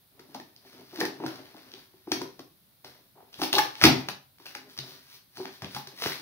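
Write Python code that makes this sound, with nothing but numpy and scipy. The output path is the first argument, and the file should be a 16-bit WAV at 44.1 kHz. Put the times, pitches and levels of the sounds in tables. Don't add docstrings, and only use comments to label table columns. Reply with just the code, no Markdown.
import sys
import numpy as np
from scipy import signal
from scipy.fft import rfft, irfft, next_fast_len
from scipy.io import wavfile

SR = 44100
rng = np.random.default_rng(int(sys.argv[2]) if len(sys.argv) > 2 else 0)


def generate_wav(sig):
    pcm = np.round(np.clip(np.atleast_2d(sig).T, -1, 1) * 32767).astype(np.int16)
    wavfile.write(sys.argv[1], SR, pcm)


def magnitude_from_level(level_db):
    exponent = np.asarray(level_db, float) / 20
    return 10 ** exponent


N = 273861

# (centre [Hz], width [Hz], level [dB])
BOX_WALLS = [(187.8, 7.2, -5.5), (265.6, 22, 2.5), (315, 22, -2), (385.4, 22, 3.5), (480, 45, -4.5),
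             (597, 210, -7.5)]
# (centre [Hz], width [Hz], level [dB])
TABLE_TOP = [(81, 22, -14), (138.7, 11, -0.5)]
# (centre [Hz], width [Hz], level [dB])
STRUCK_FACE = [(663, 333, 0.5), (837, 312, 3)]


def unit(x):
    return x / np.sqrt(np.mean(x ** 2) + 1e-20)


def along(points, hz):
    f, v = np.transpose(points)
    return np.interp(np.log(hz + 1), np.log(f + 1), v)


def filtered(x, response):
    n = x.shape[-1]
    m = next_fast_len(n + SR // 4)
    spectrum = rfft(x, m) * response(np.fft.rfftfreq(m, 1 / SR))
    return irfft(spectrum, m)[..., :n]


def coloured(x, spectrum):
    return unit(filtered(x, lambda hz: magnitude_from_level(along(spectrum, hz))))


def ringing(x, modes):
    def body(hz):
        total = 0
        for k, (centre, width, db) in enumerate(modes):
            peak = 1j * hz * width / (centre * centre - hz * hz + 1j * hz * width)
            total = total + (-1) ** k * magnitude_from_level(db) * peak
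        return total

    grid_hz = np.fft.rfftfreq(SR, 1 / SR)
    return filtered(x, body) / np.sqrt(np.mean(abs(body(grid_hz)) ** 2))


def paired(pair, alike):
    def shares(hz):
        turn = np.arccos(np.clip(along(alike, hz), -1, 1)) / 2
        return np.array([np.cos(turn), np.sin(turn)])

    mid, side = filtered(pair, shares)
    return np.array([mid + side, mid - side])


def grit(rate, spread_db):
    sizes = magnitude_from_level(spread_db * np.minimum(rng.exponential(size=int(N * rate / SR) + 2), 3.5))
    grain = (np.arange(N) * rate / SR).astype(int)
    return unit(rng.standard_normal(N) * sizes[grain])


def burst(length, t, rise=0.32):
    life = np.clip(length, .0006, .06)
    shape = np.exp(-t / life) * (1 - np.exp(-t / (rise * life)))
    z = rfft(shape * rng.standard_normal(len(t)))
    x = irfft(z / abs(z), len(t)) * np.exp(-t / (4 * life))
    return x / np.linalg.norm(x)


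def knocks():
    # (time [s], knock energy [dB], struck wall [Hz], face energy [dB], decay time [s])
    blows = [(.192, -45, 402, -41, .004), (.289, -49, 297, -41.5, 0.0062), (.347, -36, 251, -18.5, 0.0088),
             (.396, -38.5, 314, -27.5, 0.0041), (.741, -46, 323, -54, 0.0023),
             (.812, -43.5, 297, -35.5, 0.0021), (.928, -38, 366, -30, 0.0093),
             (.981, -26.5, 318.6, -22, .018), (1.009, -23.5, 436, -9.5, 0.0047),
             (1.028, -23, 366, -17, 0.0051), (1.049, -31, 272, -21.5, 0.0038),
             (1.201, -30.5, 368, -22, 0.0022), (1.236, -24.5, 323, -13.5, 0.0068),
             (1.255, -36, 364, -24, 0.013), (1.544, -42.5, 283, -32, 0.004),
             (1.733, -43.5, 366, -35.5, .0053), (1.935, -50.5, 370, -43, .0053),
             (2.072, -30.5, 346, -25, 0.0061), (2.116, -20, 327, -12.5, 0.0049),
             (2.17, -35, 302, -28, 0.003), (2.213, -27, 354, -20, 0.0043), (2.392, -37, 325, -26.5, 0.0025),
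             (2.842, -51, 315, -31.5, 0.0046), (3.153, -55.5, 378, -38.5, 0.0078),
             (3.17, -51, 412, -31.5, 0.014), (3.201, -43.5, 640, -31.5, 0.0078),
             (3.224, -55.5, 462, -45, .0051), (3.391, -34.5, 328, -20, 0.0045),
             (3.417, -22, 315, -10, 0.0073), (3.435, -36, 308, -13, .013), (3.532, -25, 392, -7, 0.011),
             (3.565, -28, 360, -8, 0.0055), (3.579, -30.5, 301, -8.5, 0.012),
             (3.816, -32, 598, -9.5, 0.0094), (3.837, -10, 293, -6, 0.019), (3.843, -4.5, 326, 1, 0.0037),
             (3.861, -8.5, 253.5, 3, 0.02), (4.086, -40.5, 235, -16.5, 0.0076),
             (4.397, -50.5, 360, -42, 0.0054), (4.554, -43.5, 400, -30, 0.0015),
             (4.788, -45.5, 377, -28, .0033), (5.135, -61.5, 387, -58, 0.01), (5.376, -39, 372, -27, .01),
             (5.395, -29, 383, -22, 0.0092), (5.45, -37.5, 241, -21.5, 0.0029),
             (5.624, -43, 417, -26, 0.0023), (5.637, -32.5, 196, -30, 0.01), (5.761, -35, 210, -26, 0.0096),
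             (5.869, -47.5, 383, -41, 0.013), (6.02, -35.5, 466, -19.5, 0.0084),
             (6.057, -24.5, 432, -15, .0023)]
    # (time [s], energy [dB])
    bumps = [(0.29, -55), (.812, -57), (1.049, -46.5), (1.255, -36), (2.17, -40.5), (2.213, -45.5),
             (2.392, -52), (2.842, -51.5), (3.579, -44.5), (3.837, -16.5), (3.86, -12.5), (4.086, -39.5),
             (4.789, -39), (5.376, -49), (5.395, -45.5), (5.625, -33), (5.636, -32.5), (5.745, -38.5),
             (5.761, -40), (5.871, -48), (6.058, -34.5)]
    through_db = -24.5
    pushes = np.zeros((3, N + SR))
    t = np.arange(SR // 5) / SR
    thump = t * np.exp(-t / 0.00097)
    thump = thump / np.linalg.norm(thump)
    for s, knock_db, wall_hz, face_db, length in blows:
        bend = np.sin(2 * np.pi * wall_hz * t) * np.exp(-t / np.clip(length, .001, .03))
        forces = [bend / np.linalg.norm(bend), thump, burst(length, t, rise=.4)]
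        levels = magnitude_from_level([[knock_db], [knock_db + through_db], [face_db]])
        pushes[:, round(s * SR):][:, :len(t)] += levels * forces
    for s, db in bumps:
        pushes[1, round(s * SR):][:len(t)] += magnitude_from_level(db) * thump
    bodies = (BOX_WALLS, TABLE_TOP, STRUCK_FACE)
    rings = sum(ringing(push[:N], body) for push, body in zip(pushes, bodies))
    return rings + magnitude_from_level(11.5) * pushes[0, :N]


def snaps():
    # (time [s], crack energy [dB], crack pitch [Hz], fizz energy [dB], sharpness [Q])
    creases = [(.194, -33.5, 1380, -29, 3.2), (0.3457, -31, 1290, -18, 1.1), (.399, -29, 1830, -25, 9.8),
               (.5624, -33.5, 4700, -39, 3.4), (0.958, -31, 1630, -20.5, 2.3),
               (0.9848, -38, 1940, -29, 2.5), (0.9987, -32, 1000, -14, 1.8), (1.003, -34, 1780, -4.5, 3.8),
               (1.011, -8, 1760, -30, 9.2), (1.03, -19.5, 1100, -31, 3.5), (1.0515, -23, 1820, -8.5, 5.5),
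               (1.2622, -20.5, 1480, -13.5, 4), (1.357, -49, 5000, -25, 2.5),
               (1.3794, -39.5, 1100, -35, 2.5), (1.717, -31, 3960, -52, 2.2), (1.738, -24, 3560, -48, 2.8),
               (2.1178, -5.5, 4430, -4.5, 1.4), (2.1224, -12, 1830, -21, 3), (2.2159, -19, 950, -13.5, 5.8),
               (2.3924, -26, 1040, -23, 1.9), (2.8454, -37, 1920, -23, 2.5), (3.3288, -38, 2500, -29, 1.1),
               (3.3412, -26.5, 3330, -25, 8.6), (3.4168, -9.5, 965, -6, 1.2), (3.4348, -12.5, 3120, -7, 5),
               (3.5291, -4.5, 3160, 2.5, 1.1), (3.5514, -3, 3820, -8, 12), (3.5632, -14, 1210, -11.5, 5.5),
               (3.5816, -4.5, 1200, 1, 5), (3.589, -2, 1720, -8.5, .83), (3.753, -22.5, 3000, -37, 1.2),
               (3.8139, -4.5, 2000, -11.5, 1.3), (3.8208, -8, 1300, -3.5, 8.8),
               (3.8297, -16, 1230, -2.5, 2.1), (3.8382, 11.5, 2100, 12.5, 1.4),
               (3.8434, 2.5, 1870, 4.5, 1.3), (3.8531, 3.5, 3560, 10, 1.6), (3.8679, -7.5, 1955, -2, 5),
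               (4.0862, -11.5, 1850, -8.5, 0.86), (4.3839, -42, 1500, -38.5, 1.1),
               (4.399, -37, 980, -39, 2.8), (4.4643, -24.5, 2720, -37.5, 6),
               (4.5503, -19.5, 1800, -15, 1.4), (4.7671, -36.5, 1150, -28.5, 2.1),
               (4.7761, -24, 5450, -19, 5.4), (4.7881, -13, 3970, -15, 6),
               (5.3706, -28.5, 1370, -20.5, 3.5), (5.4147, -37, 970, -25.5, 2.2),
               (5.455, -19.5, 1600, -29, 1), (5.6204, -20.5, 1240, -18.5, 0.62),
               (5.645, -19.5, 2920, -30, 2.2), (5.7474, -24.5, 1170, -13, 1.6),
               (5.7647, -18, 1060, -27, 2.5), (5.8714, -32.5, 1140, -17.5, 2.5),
               (6.0202, -15.5, 1450, -12, 0.56), (6.038, -13.5, 1440, -9, 1.6),
               (6.0604, -10, 1810, -15, 0.58), (6.071, -25, 2450, -10, 2.3), (6.12, -16, 2120, -19, 6.5)]
    # (frequency [Hz], level [dB per Hz])
    fibres = [(2500, -5.5), (4500, 1.5), (6000, -2), (9000, -3), (12000, 0.5), (16000, -3)]
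    crack_s, fizz_s = 0.0015, 0.0037
    out = np.zeros(N + SR)
    t = np.arange(SR // 5) / SR
    for s, crack_db, pitch_hz, fizz_db, sharpness in creases:
        peak = signal.iirpeak(pitch_hz, np.clip(sharpness, .7, 12), SR)
        crack = signal.lfilter(*peak, burst(crack_s, t))
        crack = crack / np.linalg.norm(crack)
        fizz = coloured(burst(fizz_s, t, rise=0.33), fibres) / np.sqrt(len(t))
        out[round(s * SR):][:len(t)] += magnitude_from_level(crack_db) * crack + magnitude_from_level(fizz_db) * fizz
    return out[:N]


def creaks():
    # (time [s], level [dB], decay time [s])
    slip_times = [(3.416, -40.5, 0.0068), (3.55, -27, 0.0067), (3.564, -32, 0.0041), (3.584, -15.5, 0.0019),
                  (3.584, -21, 0.012), (3.849, -19.5, 0.0064), (4.547, -46.5, 0.0037), (5.749, -45, 0.0036),
                  (5.764, -37, 0.0024)]
    # (centre [Hz], width [Hz], level [dB])
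    lid = [(818, 9, -1), (873, 11.1, 0.5), (1150, 17, -8.5), (1720, 18, -3.5)]
    pushes = np.zeros(N + SR)
    t = np.arange(SR // 5) / SR
    for s, db, length in slip_times:
        turn = 2 * np.pi * 838 * (t + round(s * SR) / SR)
        tone = np.sin(turn) + np.sin(2 * turn) / 4
        slips = tone * t * np.exp(-t / np.clip(length, .001, .03))
        slips = slips / np.linalg.norm(slips)
        pushes[round(s * SR):][:len(t)] += magnitude_from_level(db) * (slips + 3.8 * burst(length, t))
    return ringing(pushes[:N], lid) + magnitude_from_level(8.5) * pushes[:N]


def rubbing():
    # (fastest moment [s],
    # time to rise 20 dB [s], time to fall 20 dB [s], slide [dB], weight on the box [dB])
    strokes = [(.21, 0.11, 0.07, -85, -61), (.33, 0.16, 0.3, -64.5, -66.5), (.67, 0.06, 0.1, -58, -60.5),
               (.74, 0.17, 0.57, -61.5, -63.5), (.95, -0.03, 0.6, -63, -50.5), (1.02, 0.2, .1, -48, -64),
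               (1.14, -0.36, 0.56, -66.5, -61), (1.258, 0.0457, 0.2169, -51, -46),
               (1.45, -0.27, 0.26, -60.5, -59.5), (1.56, -0.1, 0.27, -64, -56.5),
               (1.8, 0.48, .1, -59, -67.5), (2.13, 0.0437, 0.1159, -43, -70),
               (2.3, 0.73, 0.27, -64.5, -69.5), (2.848, -0.16, 0.19, -54.5, -60.5),
               (3.22, -0.1, 0.6, -88.5, -64.5), (3.438, 0.0669, 0.0637, -34, -61),
               (3.529, 0.005, 0.15, -32, -48), (3.67, 0.16, -0.04, -44.5, -54),
               (3.83, 0.07, 0.1532, -38, -46.5), (4.0, 0.23, 0.05, -51, -48), (4.1, 0.08, 0.0254, -58, -45),
               (4.4, -0.1, 0.5, -62, -68.5), (4.458, -0.18, 0.1, -46, -55), (4.58, .05, 0.13, -68, -55.5),
               (4.7, 0.04, 0.4, -55.5, -83), (4.8, -0.12, 0.25, -65, -56), (4.89, 0.1, 0.19, -50, -78),
               (5.151, .12, 0.05, -48.5, -82), (5.375, 0.06, 0.4, -51.5, -63.5),
               (5.56, 0.14, -0.15, -55, -65.5), (5.63, 0.04, 0.5, -56, -57), (5.764, 0.07, 0.07, -41, -65),
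               (5.97, 0.1, -4, -65, -68), (6.031, 0.06, .1, -36, -61), (6.07, 0.1166, 0.17, -38, -49.5),
               (6.15, 0.16, .2, -50.5, -60)]
    # (frequency [Hz], level [dB per Hz])
    rasp_colour = [(400, -29.5), (1000, -2.5), (1800, -0.5), (2800, -7.5), (4500, -4), (6500, -18),
                   (9000, -10.5)]
    # (frequency [Hz], level [dB per Hz])
    skin = [(1500, -10.5), (2500, -6.5), (4500, -0.1), (6000, -2.5), (9000, -1.5), (12000, 3.5), (16000, 2)]
    rasp_db = -6
    muffled_db = -14
    t = np.arange(0, N + 64, 64) / SR
    slide, weight = np.zeros((2, 1))
    for s, rise, fall, slide_db, weight_db in strokes:
        shape = magnitude_from_level(-20 * np.maximum((s - t) / max(rise, .005), (t - s) / max(fall, .005)))
        slide = np.hypot(slide, magnitude_from_level(slide_db) * shape)
        weight = np.hypot(weight, magnitude_from_level(weight_db) * shape)
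    slide, weight = (np.interp(np.arange(N) / SR, t, curve) for curve in (slide, weight))
    slips = grit(500, spread_db=3)
    rasp = magnitude_from_level(rasp_db) * np.sqrt(slide * weight) * coloured(slips, rasp_colour)
    hiss = slide * coloured(slips, skin)
    muffled = magnitude_from_level(muffled_db) * unit(ringing(grit(130, spread_db=6.5), STRUCK_FACE))
    rumble = unit(ringing(grit(60, spread_db=5), BOX_WALLS + TABLE_TOP))
    return rasp + hiss + weight * (muffled + rumble)


def puffs():
    # (time [s], level [dB], decay time [s])
    pushes = [(1.259, -47, 0.0068), (2.129, -25, 0.006), (3.389, -31, 0.011), (3.831, -6, 0.016),
              (4.787, -29.5, 0.0069), (5.627, -29.5, 0.0073), (6.066, -26.5, 0.0042)]
    out = np.zeros(N + SR)
    t = np.arange(SR // 5) / SR
    for s, db, length in pushes:
        u = t / np.clip(length, .002, .03)
        out[round(s * SR):][:len(t)] += magnitude_from_level(db) * u * (2 - u) * np.exp(-u)
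    return out[:N]


def room(x, piece=8192):
    # (frequency [Hz], time [s])
    fade = [(120, 0.38), (300, 0.34), (800, 0.33), (2000, 0.32), (6000, 0.3), (14000, 0.19)]
    # (frequency [Hz], likeness [0-1])
    tail_alike = [(60, 0.9), (200, 0.98), (500, 0.39), (1000, 0.067), (2500, .03)]
    out = np.zeros((2, N + SR))
    for at in range(0, N, piece):
        hz, t, z = signal.stft(rng.standard_normal((2, SR * 2 // 3)), SR, nperseg=256)
        fading = z * magnitude_from_level(-60 * t / along(fade, hz)[:, None])
        tail = signal.istft(fading, SR, nperseg=256)[1]
        onset = 1 - np.exp(-np.arange(tail.shape[1]) / SR / 0.00045)
        tail = paired(tail * onset, tail_alike)
        wet = signal.fftconvolve(x[None, at:at + piece], tail / np.linalg.norm(tail[0]), axes=1)
        out[:, at:at + wet.shape[1]] += wet
    return out[:, :N]


def scene():
    # (frequency [Hz], level [dB])
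    answer = [(100, -4.5), (400, -4.5), (1500, -2.5), (6000, -3.5), (14000, 0)]
    ports_s, walls_s = .00012, 0.0066
    box = snaps() + knocks() + rubbing()
    song = creaks()
    direct = filtered(box + song, lambda hz: np.exp(np.outer([1j, -1j], np.pi * hz * ports_s)))
    to_walls = filtered(box + 0.65 * song,
                        lambda hz: magnitude_from_level(along(answer, hz)) * np.exp(-2j * np.pi * hz * walls_s))
    near = (direct + puffs()) * magnitude_from_level([[.9], [-.9]])
    return near + room(to_walls) * magnitude_from_level([[.7], [-.7]])


def hush():
    # (frequency [Hz], level [dB per Hz])
    hush_colour = [(18, -44.5), (30, -15), (131, 0.5), (295, -9.5), (374, -14.5), (616, -15), (2750, -18.5),
                   (3980, -12.5), (7470, -26), (10800, -14.5), (15700, -11.5), (16000, -46)]
    # (frequency [Hz], likeness [0-1])
    hush_alike = [(130, .7), (400, .5), (1400, 0.034)]
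    noise = coloured(rng.standard_normal((2, N)), hush_colour)
    return magnitude_from_level(-63.5) * paired(noise, hush_alike)


def turned_down(x):
    step = 256
    peaks = abs(x).max(0)[:N // step * step].reshape(-1, step).max(1)
    peaks_db = 20 * np.log10(peaks + 1e-9)
    over_db = 0.12 * np.clip(peaks_db + 15, 0, None)
    creep_db = 11.8 * np.arange(len(over_db)) * step / SR
    cut_db = np.maximum.accumulate(over_db + creep_db) - creep_db
    return x * magnitude_from_level(-np.interp(np.arange(N), np.arange(len(cut_db)) * step, cut_db))


def low_pass(x):
    return signal.sosfilt(signal.butter(12, 16500, fs=SR, output="sos"), x)


def record(dry):
    # (frequency [Hz], level [dB])
    mic = [(40, -28), (110, 2.5), (5800, 7), (7500, -10.5), (9500, -6), (12500, -6), (15700, -3.5),
           (16000, -40)]
    noise = hush()
    heard = filtered(dry, lambda hz: magnitude_from_level(along(mic, hz))) + noise
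    mix = np.clip(turned_down(heard), -1, 1)
    return low_pass(mix)


dry = scene()
out = record(dry)
generate_wav(out)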